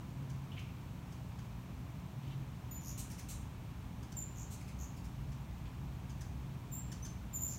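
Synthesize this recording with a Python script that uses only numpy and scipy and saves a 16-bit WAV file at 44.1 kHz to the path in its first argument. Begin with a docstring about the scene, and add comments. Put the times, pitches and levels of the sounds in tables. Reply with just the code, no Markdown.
"""A backyard feeder: first a few short falling chips, each a stack of partials, and a far bird's noisy rasp.
Then hummingbirds chase each other with thin gliding whistles, trills of quick upward hooks, harsh buzzes of
shaken partials and more chips; near the end come a slightly rising pip, two close whistles and a last trill.
The house wall and the fences throw every call back as delayed copies and a decaying noise tail.
Throughout lie air-conditioner tones, resonant traffic rumble, an engine note and shaped-noise hiss.
"""
import sys
import numpy as np
from scipy import signal
from scipy.fft import rfft, irfft
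from scipy.io import wavfile

SR = 44100
rng = np.random.default_rng(int(sys.argv[2]) if len(sys.argv) > 2 else 0)


def generate_wav(signal):
    """Clip the signal to [-1, 1] and save it as 16-bit WAV at the path in sys.argv[1]."""
    frames = np.transpose(np.atleast_2d(signal))
    scaled = np.clip(frames, -1, 1) * 32767
    pcm = np.round(scaled).astype(np.int16)
    wavfile.write(sys.argv[1], SR, pcm)


N = 334695  # length [samples]

# Whistles: (time [s], length [s], attack [s], first pitch [Hz], held pitch [Hz], climb [Hz/s],
# starting level [dB], starting octave against the tone [dB], unsteadiness [share of pitch])
WHISTLES = [(2.709, 0.077, .006, 6870, 6960, 1000, -51, -0.5, 0.0034),
            (4.164, 0.067, 0.0065, 7560, 6905, 5000, -44.5, -10, 0.0087),
            (6.711, 0.1, .028, 7230, 7270, 1704, -46, -1, 0.011),
            (7.326, 0.098, 0.029, 7470, 7050, -3, -40, -5.5, 0.01),
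            (7.413, 0.11, .008, 7090, 7140, 1098, -43, -1, 0.0081)]
WHISTLE_FADE_DB_PER_S, OCTAVE_FADE_DB_PER_S = 80, 75  # the octave's fade comes on top of the tone's
SETTLE_S, WHISTLE_RELEASE_S = 0.012, 0.0033  # the pitch settles, the tone stops

# Trills: (first hook [s], last hook [s], hooks [count], rise time constant [s], low pitch [Hz],
# top pitch [Hz], level [dB], octave [dB])
TRILLS = [(2.81, 2.818, 2, 0.0016, 4900, 6800, -56, -5), (2.836, 2.924, 9, 0.0012, 3970, 7100, -46.5, -5.5),
          (4.347, 4.442, 9, 0.0027, 5800, 7860, -50.5, -12),
          (4.789, 4.842, 6, 0.0019, 5660, 7180, -49, -9.5),
          (7.476, 7.557, 8, 0.0014, 4260, 7200, -46.5, -7.5)]
HOOK_S = 0.0065  # length of one upward hook
BEAK_HZ, BEAK_WIDTH_HZ = 6800, 3000  # resonance that favours the top of each hook

# Buzzes: (time [s], length [s], attack [s], level [dB], bass turn [dB], treble turn [dB])
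BUZZES = [(2.975, .059, .003, -50, .5, 1), (3.285, 0.062, .003, -51.5, 0, -0.5),
          (4.498, .07, 0.019, -56.5, 0, -1)]
# Open-beak colour of the buzzes: (frequency [Hz], gain [dB])
OPEN_BEAK = [(1800, -30), (2500, -2.5), (3200, -14.5), (4100, -3), (5000, -12), (6300, 1.5), (8200, 0),
             (10500, -7), (13000, -5.5), (16000, -6.5)]

# Short, slightly rising pips: (time [s], length [s], first pitch [Hz], last pitch [Hz], level [dB])
PIPS = [(7.022, 0.0353, 2990, 3150, -49.5)]
# Pip partials 1 to 4: (level against the pip [dB])
PIP_PARTIALS_DB = [-32, -0.5, -18, -16]

# Falling chips: (time [s], length [s], first pitch [Hz], last pitch [Hz], level [dB],
# bass as the head turns [dB])
CHIPS = [(0.296, 0.014, 1940, 1390, -61, 6), (.59, 0.015, 2190, 1510, -63, 0),
         (1.119, 0.018, 1965, 1390, -63.5, 6), (1.386, 0.014, 1920, 1394, -64, 7),
         (3.1, .026, 3150, 1560, -58.5, 3.5), (3.181, 0.024, 3130, 1524, -57.5, 5.5),
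         (4.027, 0.014, 1925, 1400, -61.5, 7), (4.119, 0.013, 2040, 1394, -56.5, 5),
         (4.608, 0.013, 2840, 1950, -61.5, 12), (4.675, 0.023, 2904, 1920, -64, 8.5),
         (4.965, 0.017, 2820, 2150, -63.5, 7), (5.04, 0.021, 2770, 1700, -65.5, 5),
         (5.317, 0.021, 1990, 1380, -66, 4), (6.094, 0.018, 1810, 1446, -61, 4),
         (6.208, 0.02, 2100, 1440, -56.5, 3), (6.916, 0.018, 1986, 1310, -53, 4),
         (7.048, 0.024, 1865, 1383, -56, 2)]
# Throat colour of the chips: (frequency [Hz], gain [dB])
THROAT = [(1400, -9), (2700, -8.5), (4000, -10), (5000, -1.5), (6200, 2.5), (8000, -5), (10500, -5),
          (13500, -12), (16000, -5)]
CHIP_BEND, CHIP_SHAKE = 1.3, 0.016  # curvature of the fall; unsteadiness [share of pitch]
CHIP_TREBLE_DB, TREBLE_DB_PER_OCTAVE = -6, 12  # treble for a 2 kHz start; higher starts are brighter
CHASE_CHIP_HZ = 2500  # chips that start this high or higher are chase chatter

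# Ticks where the voice breaks: (time [s], level [dB])
TICKS = [(2.744, -59), (4.168, -61), (4.228, -60), (4.847, -61), (6.727, -66), (7.417, -61), (7.539, -58)]
# Far scolding, and a short low tick at 5.65 s:
# (time [s], length [s], centre [Hz], width of each resonance pass [Hz], level [dB])
SCOLDS_AND_LOW_TICK = [(0.512, 0.03, 2830, 700, -59), (0.561, 0.053, 2480, 1110, -56.5),
                       (0.688, 0.031, 2550, 600, -65.5), (2.209, 0.14, 2680, 2000, -69),
                       (5.652, 0.021, 2560, 1800, -59)]

# Echoes off wall and fences: (delay [s], level [dB])
ECHOES = [(.013, -7), (0.034, -15), (.06, -37)]
YARD_DB, YARD_T60_S, YARD_CUT_HZ = -0.5, 0.43, 12000  # scattered tail; treble cut on all echoes
HOVER_ECHO_DB, WETTER_ECHO_DB = -2.5, 1.5  # send from calls near the feeder; send from the trills, buzzes, high chips and scolds

# Steady motor and fan tones: (frequency [Hz])
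MOTOR_HZ = [87.3, 95, 120, 145.3, 176.8, 204.3, 217.5, 254.3, 296, 359, 417]
# Their loudness, in the same order: (rms level [dB])
MOTOR_DB = [-62, -64.5, -53.5, -58.5, -57, -65, -67.5, -64.5, -69.5, -79, -81]
# Low resonances in the traffic rumble: (centre [Hz], width of each pass [Hz], relative gain [dB])
RUMBLE = [(54.1, 17, -4.5), (65.64, 5.9, -1)]
# Slow level moves of the drone: (time [s], rumble [dB], far engine note [dB])
DRONE = [(0.0, -64, -51), (0.7, -78, -49), (1.58, -55.5, -66), (2.36, -65, -50), (2.75, -56.5, -67),
         (4.42, -51, -63), (5.32, -52, -49.5), (6.55, -58.5, -46.5), (7.08, -51.5, -55), (7.59, -52, -67)]
ENGINE_HZ, ENGINE_WIDTH_HZ = 136.26, 2.05  # width of each resonance pass
# Colour of the air bed: (frequency [Hz], relative level [dB])
AIR = [(15, -54), (25, -22), (59, 1), (126, -2), (262, -12), (463, -23.5), (986, -20.5), (1480, -28.5),
       (1990, -31), (2340, -29), (4850, -38.5), (6360, -38.5), (10300, -45), (14700, -42), (15900, -43.5)]
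AIR_DB = -48  # rms level of the whole bed

# Dips of the microphone port: (frequency [Hz], width [Hz], depth [0-1])
MIC_DIPS = [(4870, 110, 0.56), (10500, 700, 0.3)]
CUTOFF_HZ = 16200  # stopband edge


def from_db(db):
    """dB to gain."""
    return 10 ** (np.asarray(db) / 20)


def rms_one(x):
    """Scale to rms 1."""
    return x / np.sqrt(np.mean(x ** 2) + 1e-20)


def at_hz(points, hz):
    """Read a spectrum on a log-frequency axis."""
    points = np.array(points)
    return np.interp(np.log(hz), np.log(points[:, 0]), points[:, 1])


def add(out, s, note):
    """Mix a note in at time s."""
    i = round(s * SR)
    out[i:i + len(note)] += note[:N - i]


def swell(length, attack, release):
    """Time axis and envelope with rounded edges."""
    t = np.arange(round(length * SR)) / SR
    edge = np.minimum(t / attack, (length - t) / release)
    return t, np.sin(np.pi / 2 * np.clip(edge, 0, 1)) ** 2


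def resonate(x, hz, width_hz):
    """Two-pole resonance, gain 1 on top."""
    r = np.exp(-np.pi * width_hz / SR)
    zeros = np.array([1, 0, -1]) * (1 - r * r) / 2
    poles = [1, -2 * r * np.cos(2 * np.pi * hz / SR), r * r]
    return signal.lfilter(zeros, poles, x)


def resonate_twice(x, hz, width_hz):
    """The same resonance in two passes, for steeper skirts."""
    return resonate(resonate(x, hz, width_hz), hz, width_hz)


def low_pass(x, hz):
    """Gentle treble cut."""
    return signal.sosfilt(signal.butter(2, hz, fs=SR, output="sos"), x)


def wobble(size, hz):
    """Low-passed noise of rms 1, taken after the filter has warmed up."""
    return rms_one(low_pass(rng.standard_normal(size + 4000), hz)[4000:])


def phase_of(pitch):
    """Add up a moving pitch [Hz] into phase [rad]."""
    return 2 * np.pi * np.cumsum(pitch) / SR


def partials(pitch, shape, bass_db, treble_db):
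    """A stack of partials, each weighted by the throat; turning the head changes bass and treble."""
    phase, k = phase_of(pitch), np.arange(1, 17)[:, None]
    hz = k * pitch
    turn_db = at_hz([(3000, bass_db), (5500, 0), (7000, 0), (11000, treble_db)], hz)
    gain = from_db(at_hz(shape, hz) + turn_db)
    below_limit = hz < SR / 2.4  # keeps the top partials from aliasing
    return np.sum(gain * below_limit * np.sin(k * phase), axis=0)


def whistles():
    """Near-pure tones with an octave: the pitch settles, climbs and quivers; the octave fades first."""
    out = np.zeros(N)
    for s, length, attack, first, held, climb, level_db, octave_db, quiver in WHISTLES:
        t, env = swell(length, attack, WHISTLE_RELEASE_S)
        pitch = held + (first - held) * np.exp(-t / SETTLE_S) + climb * t
        phase = phase_of(pitch * (1 + quiver * wobble(len(t), 220)))
        octave = from_db(octave_db - OCTAVE_FADE_DB_PER_S * t) * np.sin(2 * phase)
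        fade = from_db(level_db - WHISTLE_FADE_DB_PER_S * t)
        add(out, s, np.sqrt(2) * env * fade * (np.sin(phase) + octave))
    return out


def trills():
    """Each puff sweeps up within a few ms and droops; the trill swells and fades, no two puffs alike."""
    out = np.zeros(N)
    for first, last, notes, rise, low, top, level_db, octave_db in TRILLS:
        times, period = np.linspace(first, last, round(notes), retstep=True)
        for s in times:
            t, env = swell(HOOK_S, 0.00022, 0.0039)
            late, sharp, loud = rng.standard_normal(3)
            droop = 400 * (t / period) ** 2
            pitch = top - (top - low) * np.exp(-t / rise) - droop
            phase = phase_of(pitch * (1 + 0.012 * sharp + 0.03 * wobble(len(t), 900)))
            tone = resonate(np.sin(phase), BEAK_HZ, BEAK_WIDTH_HZ)
            octave = from_db(octave_db) * np.sin(2 * phase)
            bright_noise = np.diff(rng.standard_normal(len(t) + 1))
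            air_puff = from_db(-14) * np.exp(-t / 0.0015) * bright_noise  # at the start of the hook
            fade = np.sin(np.pi * (s - first + period) / (last - first + 2 * period))
            gain = from_db(level_db + 1.5 * loud) * fade
            add(out, s + 0.0004 * late, gain * env * (tone + octave + air_puff))
    return out


def buzzes():
    """The membranes beat chaotically: random pitch shake smears the partials into harsh, dying noise."""
    out = np.zeros(N)
    for s, length, attack, level_db, bass_db, treble_db in BUZZES:
        t, env = swell(length, attack, 0.041)
        pitch = 1100 * np.exp(0.18 * wobble(len(t), 292.5))
        harsh = rms_one(partials(pitch, OPEN_BEAK, bass_db, treble_db))
        add(out, s, from_db(level_db) * env * harsh)
    return out


def pips():
    """A short, slightly rising pip whose second partial sits on the throat resonance."""
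    out = np.zeros(N)
    for s, length, first, last, level_db in PIPS:
        t, env = swell(length, 0.0074, 0.004)
        phase = phase_of(first + (last - first) * t / length)
        tone = sum(from_db(level_db + db) * np.sin(k * phase)
                   for k, db in enumerate(PIP_PARTIALS_DB, start=1))
        add(out, s, env * tone)
    return out


def chips(rows):
    """The membranes slacken and the pitch falls, a little unsteadily."""
    out = np.zeros(N)
    for s, length, first, last, level_db, bass_db in rows:
        t, env = swell(length, 0.0027, 0.0051)
        fall = last + (first - last) * (1 - t / length) ** CHIP_BEND
        pitch = fall * (1 + CHIP_SHAKE * wobble(len(t), 300))
        treble_db = CHIP_TREBLE_DB + TREBLE_DB_PER_OCTAVE * np.log2(first / 2000)
        flutter = from_db(level_db + 1.5 * wobble(len(t), 300))
        add(out, s, flutter * env * partials(pitch, THROAT, bass_db, treble_db))
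    return out


def ticks():
    """Bright puffs of air, a few ms long: noise through a wide high resonance."""
    out = np.zeros(N)
    for s, level_db in TICKS:
        t, env = swell(0.004, 0.001, 0.003)
        puff = rms_one(resonate(rng.standard_normal(len(t)), 8500, 7000))
        add(out, s, from_db(level_db) * env * puff)
    return out


def scolds_and_low_tick():
    """Grainy far scolding and one short low tick: noise through a wide resonance, its level shaken."""
    out = np.zeros(N)
    for s, length, hz, width_hz, level_db in SCOLDS_AND_LOW_TICK:
        t, env = swell(length, 0.008, 0.02)
        rasp = rms_one(resonate_twice(rng.standard_normal(len(t)), hz, width_hz))
        grain = from_db(level_db + 2.5 * wobble(len(t), 150))
        add(out, s, grain * env * rasp)
    return out


def yard(hover, wetter):
    """A few distinct echoes and a scattered, duller tail; stronger for the trills, buzzes, high chips and
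    scolds."""
    t = np.arange(SR // 2) / SR
    tail = rng.standard_normal(len(t)) * from_db(-60 * t / YARD_T60_S) * np.clip(t / 0.0033, 0, 1)
    response = from_db(YARD_DB) * tail / np.sqrt(np.sum(tail ** 2))
    for delay, echo_db in ECHOES:
        response[round(delay * SR)] += from_db(echo_db)
    response = low_pass(response, YARD_CUT_HZ)
    send = hover * from_db(HOVER_ECHO_DB) + wetter * from_db(WETTER_ECHO_DB)
    return hover + wetter + signal.fftconvolve(send, response)[:N]


def drone_gain(column):
    """Glide between the drone levels of one table column, in dB."""
    points = np.array(DRONE)
    return from_db(np.interp(np.arange(N) / SR, points[:, 0], points[:, column]))


def motors():
    """Steady air-conditioner motor and fan tones: sines with random starting phases."""
    t = np.arange(N) / SR
    return sum(np.sqrt(2) * from_db(db) * np.sin(2 * np.pi * (hz * t + rng.random()))
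               for hz, db in zip(MOTOR_HZ, MOTOR_DB))


def rumble():
    """Traffic rumble: noise through low resonances, swelling and sinking."""
    body = sum(from_db(db) * resonate_twice(rng.standard_normal(N), hz, width)
               for hz, width, db in RUMBLE)
    return drone_gain(1) * rms_one(body)


def engine():
    """A far engine note: noise through a resonance so narrow that it becomes a wavering tone."""
    note = resonate_twice(rng.standard_normal(N), ENGINE_HZ, ENGINE_WIDTH_HZ)
    return drone_gain(2) * rms_one(note)


def air():
    """Smooth far traffic, fans and microphone hiss: noise with a shaped spectrum."""
    hz = np.maximum(np.arange(N // 2 + 1) * SR / N, 1)
    shaped = rfft(rng.standard_normal(N)) * from_db(at_hz(AIR, hz))
    return from_db(AIR_DB) * rms_one(irfft(shaped, N))


def scene():
    """Birds in the yard over hum and hiss, as one channel."""
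    low_chips = [c for c in CHIPS if c[2] < CHASE_CHIP_HZ]
    high_chips = [c for c in CHIPS if c[2] >= CHASE_CHIP_HZ]
    hover = whistles() + pips() + chips(low_chips) + ticks()
    wetter = trills() + buzzes() + chips(high_chips) + scolds_and_low_tick()
    hum = motors() + rumble() + engine()
    return (yard(hover, wetter) + hum + air())[None]


def record(dry):
    """The microphone port takes out two dips by subtracting resonances; the top is cut steeply."""
    for hz, width_hz, depth in MIC_DIPS:
        dry = dry - np.clip(depth, 0, 0.9) * resonate(dry, hz, width_hz)
    return signal.sosfilt(signal.cheby2(24, 70, CUTOFF_HZ, fs=SR, output="sos"), dry)


dry = scene()
out = record(dry)
generate_wav(out)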